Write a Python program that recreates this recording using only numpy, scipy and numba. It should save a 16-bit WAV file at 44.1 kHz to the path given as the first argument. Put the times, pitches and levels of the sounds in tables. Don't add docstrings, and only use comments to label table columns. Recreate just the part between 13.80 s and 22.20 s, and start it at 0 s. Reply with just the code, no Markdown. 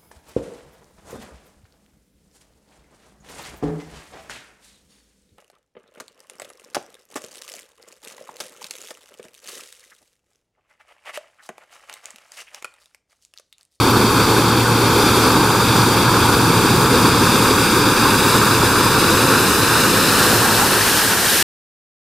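import sys
import numpy as np
from scipy import signal
from scipy.fft import rfft, irfft, next_fast_len
from scipy.io import wavfile
from scipy.ndimage import uniform_filter1d, map_coordinates
from numba import njit

SR = 44100
rng = np.random.default_rng(int(sys.argv[2]) if len(sys.argv) > 2 else 0)


def bounce(signal):
    frames = np.transpose(np.atleast_2d(signal))
    limited = np.clip(frames, -1, 1)
    pcm = np.round(limited * 32767).astype(np.int16)
    wavfile.write(sys.argv[1], SR, pcm)


def voltage_ratio(decibels):
    exponent = np.asarray(decibels, float) / 20
    return 10 ** exponent


N = 370440


def curves(table):
    s, *columns = np.transpose(table)
    return [np.interp(np.arange(N) / SR, s, column) for column in columns]


def law(near, far_value, near_value, bend=1):
    return far_value + (near_value - far_value) * np.clip(near, 0, 1) ** bend


def unit(x):
    return x / np.sqrt(np.mean(x ** 2))


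def walk(rate):
    hold = int(SR / rate)
    levels = np.repeat(rng.standard_normal(N // hold + 1), hold)
    return uniform_filter1d(levels, hold)[:N]


def colour(x, points):
    size = next_fast_len(N)
    hz, db = np.transpose(points)
    f = np.arange(size // 2 + 1) * SR / size + 1
    gain = voltage_ratio(np.interp(np.log(f), np.log(hz), db))
    return irfft(rfft(x, size) * gain, size)[:N]


def late(x, lag_ms):
    return map_coordinates(x, [np.arange(N) - lag_ms * SR / 1000], order=3)


def mirrored(x, *paths):
    copies = sum(share * late(x, ms) for ms, share in paths)
    return (x + copies) / np.sqrt(1 + sum(share ** 2 for _, share in paths))


@njit
def ring(start, hz, cycles, size, glide, n):
    out = np.zeros(n)
    for k in range(len(start)):
        length = int(3 * cycles * SR / hz[k])
        z, w = size[k] + 0j, 2 * np.pi * hz[k] / SR
        turn, rise = np.exp(1j * w - 3 / length), np.exp(1j * w * glide / length)
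        for i in range(start[k], min(start[k] + length, n)):
            z, turn = z * turn, turn * rise
            out[i] += z.imag
    return out


def splash(points, count, cycles, scatter_db, grain_db, flicker_db, rate):
    place, pitch, chance = rng.random((count, 3)).T
    start = (place * N).astype(np.int64)
    low, high = points[1][0], points[-2][0]
    size = voltage_ratio(-scatter_db * np.log(1 - chance))
    pockets = ring(start, low * (high / low) ** pitch, 1. * cycles, size, .25, N)
    rush = unit(colour(rng.standard_normal(N), points))
    grains = unit(colour(pockets, [(hz, db + 3 * np.log2(hz)) for hz, db in points]))
    return unit(rush * voltage_ratio(flicker_db * walk(rate)) + voltage_ratio(grain_db) * grains)


def hum(hz, orders, wobble, uneven_db):
    turn = 2 * np.pi * np.cumsum(hz * (1 + wobble * walk(12))) / SR
    total = 0
    for multiple, db in orders:
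        level = np.sqrt(2) * voltage_ratio(db + uneven_db * walk(9))
        total = total + level * np.sin(multiple * turn + 2 * np.pi * rng.random())
    return total


# start_s, nearness [0-1], open_water_ahead [0-1], wheel_push_db
APPROACH = [(0, 0, .85, -1.5), (.5, 0.09, 0.8, -.5), (.9, 0.03, .82, -1.5), (1.4, 0.12, .82, .5),
            (1.9, .13, .85, 0), (2.4, 0.12, 0.77, 0.2), (2.9, 0.17, 0.9, 0), (3.5, 0.23, 0.88, .5),
            (4, 0.24, 1, 0), (4.5, 0.35, 0.87, 0.6), (5, 0.35, 0.83, 0.3), (5.6, .49, 0.8, 0.65),
            (6.1, 0.56, 0.77, 0.5), (6.5, 0.65, 0.57, 1), (6.9, 0.71, 0.47, -0.2), (7.25, 0.82, 0.45, -0.5),
            (7.6, 1, .28, 0.5)]


def approach():
    return curves(APPROACH)


WADE_DB = {"churn": (-16.5, -29, 1.5), "fan": (-19, -26, 5), "spray": (-23.5, -22, 0.8),
           "mist": (-5.7, -0.66, 1)}


def wade_db(layer):
    close, _, push_db = approach()
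    return law(close, *WADE_DB[layer]) + push_db + 0.62 * walk(5.5)


MIRROR = {"low": (.78, 0.), "spray": (1, 0.36)}


def mirror_share(layer):
    gain, froth = MIRROR[layer]
    return np.clip(gain * (approach()[1] - froth), 0, 1)


# pitch_hz, level_db
CHURN = [(20, -23.5), (45, -26), (80, -11), (140, -8.5), (250, -2), (400, -0.5), (520, 0), (650, -7.5),
         (900, -9.5), (1500, -33)]
FAN = [(400, -23.5), (650, -3.5), (900, 2), (1250, -2.5), (1600, -3.5), (1850, -10.5), (2150, -19.5),
       (2600, -47)]
# far_ms, near_ms
LOW_LAG_MS = (0.8, 0.6)


def churn_and_fan():
    close = approach()[0]
    churn_db, fan_db = wade_db("churn"), wade_db("fan")
    churn = splash(CHURN, count=2500, cycles=4, scatter_db=1.5, grain_db=-7, flicker_db=1.0, rate=25)
    fan = splash(FAN, count=4000, cycles=6, scatter_db=2.5, grain_db=-7, flicker_db=1.0, rate=45)
    low = voltage_ratio(churn_db + 2.5) * churn + voltage_ratio(fan_db + 0.85) * fan
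    return mirrored(low, (law(close, *LOW_LAG_MS), mirror_share("low")))


# pitch_hz, level_db
SPRAY = [(1200, -21), (1900, -4.5), (2500, 1), (3600, 1), (4700, 1.5), (5600, -3.5), (7000, -26),
         (9000, -30)]
MIST = [(4000, -11), (6000, 0), (7500, -0.5), (9500, 0), (11000, -5), (13000, -5.5), (15000, -11),
        (17000, -7)]
# pitch_hz, level_db
AIR = [(7000, -34.5), (10000, -2), (12000, 4), (15000, 1)]
# far_ms, near_ms
SPRAY_LAG_MS = (.866, .7)
MIST_MIRROR = (.45, .03, .6)
INVERTED_SHARE = (-.11, -.06)


def spray_and_mist(mist_db, mist_near):
    close = approach()[0]
    lag_ms = law(close, *SPRAY_LAG_MS)
    inverted = 0.389 * lag_ms, law(close, *INVERTED_SHARE)
    spray = splash(SPRAY, count=12000, cycles=5, scatter_db=1.0, grain_db=-3.5, flicker_db=1.04, rate=40)
    mist = splash(MIST, count=20000, cycles=5.2, scatter_db=2.5, grain_db=-14, flicker_db=0.5, rate=17)
    mist = mist + voltage_ratio(2.5 * mist_db - 5.0) * colour(mist, AIR)
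    spray = mirrored(voltage_ratio(0.5) * spray, (lag_ms, mirror_share("spray")), inverted)
    mist = mirrored(voltage_ratio(mist_db + 1.3) * mist, (lag_ms, law(mist_near, *MIST_MIRROR)), inverted)
    return spray + mist


# pitch_hz, level_db
GRILLE = [(900, -41), (1300, -9.5), (1550, -1.5), (1850, -2), (2000, -8), (2400, -32)]


def grille(mist_db):
    hollow = splash(GRILLE, count=1500, cycles=7.2, scatter_db=-2.0, grain_db=-10, flicker_db=0.5, rate=30)
    return voltage_ratio(2.6 * mist_db - 1.0) * hollow


def water():
    mist_near = approach()[0] / 0.77
    mist_db = law(mist_near, *WADE_DB["mist"])
    high = voltage_ratio(wade_db("spray")) * (spray_and_mist(mist_db, mist_near) + grille(mist_db))
    return voltage_ratio(.6 * walk(60)) * (churn_and_fan() + high)


# start_s, pitch_hz, level_db (peak)
GULPS = [
    (6.545, 330, -18),
    (6.655, 800, -16),
    (6.82, 760, -13),
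    (6.93, 330, -17),
    (7.01, 1700, -15),
]


def gulps():
    s, hz, db = np.transpose(GULPS)
    notes = ring((s * SR).astype(np.int64), hz, 14., voltage_ratio(db), .45, N)
    return colour(notes, [(200, 0), (2200, 0), (4000, -30)])


# multiple, level_db
DRONE_ORDERS = [(.5, -23.5), (.75, -18), (1, 3.5), (1.248, -10.5), (2, -13.5)]
# far_db, near_db, bend
DRONE_DB = (-22, -46.5, 1.07)
# start_s (middle of the dip), length_s, level_db
STUMBLES = [
    (2.54, .06, -13.5),
    (3.42, .25, -6.5),
    (3.755, .06, -25),
    (5.25, .3, -15),
    (5.71, .1, -6),
    (6.23, .08, -9),
    (6.97, .2, -11),
]


def drone():
    t, close = np.arange(N) / SR, approach()[0]
    dips_db = sum(db * np.clip(1 - np.abs(t - s) * 2 / length, 0, 1) for s, length, db in STUMBLES)
    firing_hz = 115.6 * (1 + .008 * walk(2.5))
    tone = hum(firing_hz, DRONE_ORDERS, wobble=.006, uneven_db=1.0)
    return voltage_ratio(law(close, *DRONE_DB) + dips_db - 2.5) * tone


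# start_s, pitch_hz
CRANK = [(1.8, 41), (2.3, 42.7), (2.7, 42.94), (3.05, 44.5), (3.6, 41), (4.6, 42), (4.8, 44.3), (5.5, 43.4),
         (5.9, 48.6), (6.4, 51.3), (6.8, 52.3), (7.5, 47.75)]
# start_s, length_s, second_order_db, third_order_db, fourth_order_db
PULLS = [
    (1.902, 0.39, -45.5, -26, -30),
    (2.62, 0.83, -35.5, -26.5, -27),
    (4.75, 0.59, -31.5, -34, -40),
    (5.8, 0.43, -38, -33, -35),
    (6.303, 0.79, -35, -41.5, -35),
]


def labouring_engine():
    t = np.arange(N) / SR
    coast_db, attack_s, release_s = -49, .15, .2
    db = np.full((3, N), 1. * coast_db)
    for s, length, *top_db in PULLS:
        corners = s + np.array([-attack_s, 0, length, length + release_s])
        effort = np.interp(t, corners, [0, 1, 1, 0])
        db = np.maximum(db, coast_db + np.outer(np.array(top_db) - coast_db, effort))
    orders = zip(range(1, 5), (db[0] - 7.5, *db))
    fade_in = np.clip(5 * (t - CRANK[0][0]), 0, 1)
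    return hum(curves(CRANK)[0], orders, wobble=0.008, uneven_db=2.5) * fade_in


# multiple, level_db
IDLE_ORDERS = [(1, -43), (2, -40), (3, -31)]
# far_db, near_db, bend
IDLE_DB = (1.5, -12.5, 1.7)


def idle():
    tone = hum(35.86, IDLE_ORDERS, wobble=0.0046, uneven_db=-2.0)
    return voltage_ratio(law(approach()[0], *IDLE_DB)) * tone


def whine():
    hz = 15695 + 15 * walk(30)
    return voltage_ratio(-60 + 6 * walk(14)) * np.sin(2 * np.pi * np.cumsum(hz) / SR)


# pitch_hz, level_db
APART = [(60, -31), (110, -35.5), (200, -36.5), (380, -35.5), (700, -26), (1290, -26.5), (2380, -12.5),
         (4400, -11), (8120, -5.5), (15000, -1)]
# pitch_hz, level_db
LEAN = [(200, -62.5), (2000, -37.5), (8000, -32), (14000, -17.5)]


def scene():
    mid = water() + drone() + labouring_engine() + idle() + gulps()
    side = colour(water(), APART)
    lean = colour(mid, LEAN)
    return np.array([mid + side + lean, mid - side - lean])


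def top_cut(x):
    return signal.sosfilt(signal.butter(12, 15710, fs=SR, output="sos"), x)


def record(dry):
    ceiling, top_hz, cut_s = 1.15, 15400, 7.6274
    soft = dry / (1 + (np.abs(dry) / ceiling) ** 4) ** (1 / 4)
    lowpass = signal.ellip(10, .5, 60, top_hz, fs=SR, output="sos")
    heard = signal.sosfilt(lowpass, soft) + whine()
    mix = heard * (np.arange(N) < cut_s * SR)
    return top_cut(mix)


dry = scene()
out = record(dry)
bounce(out)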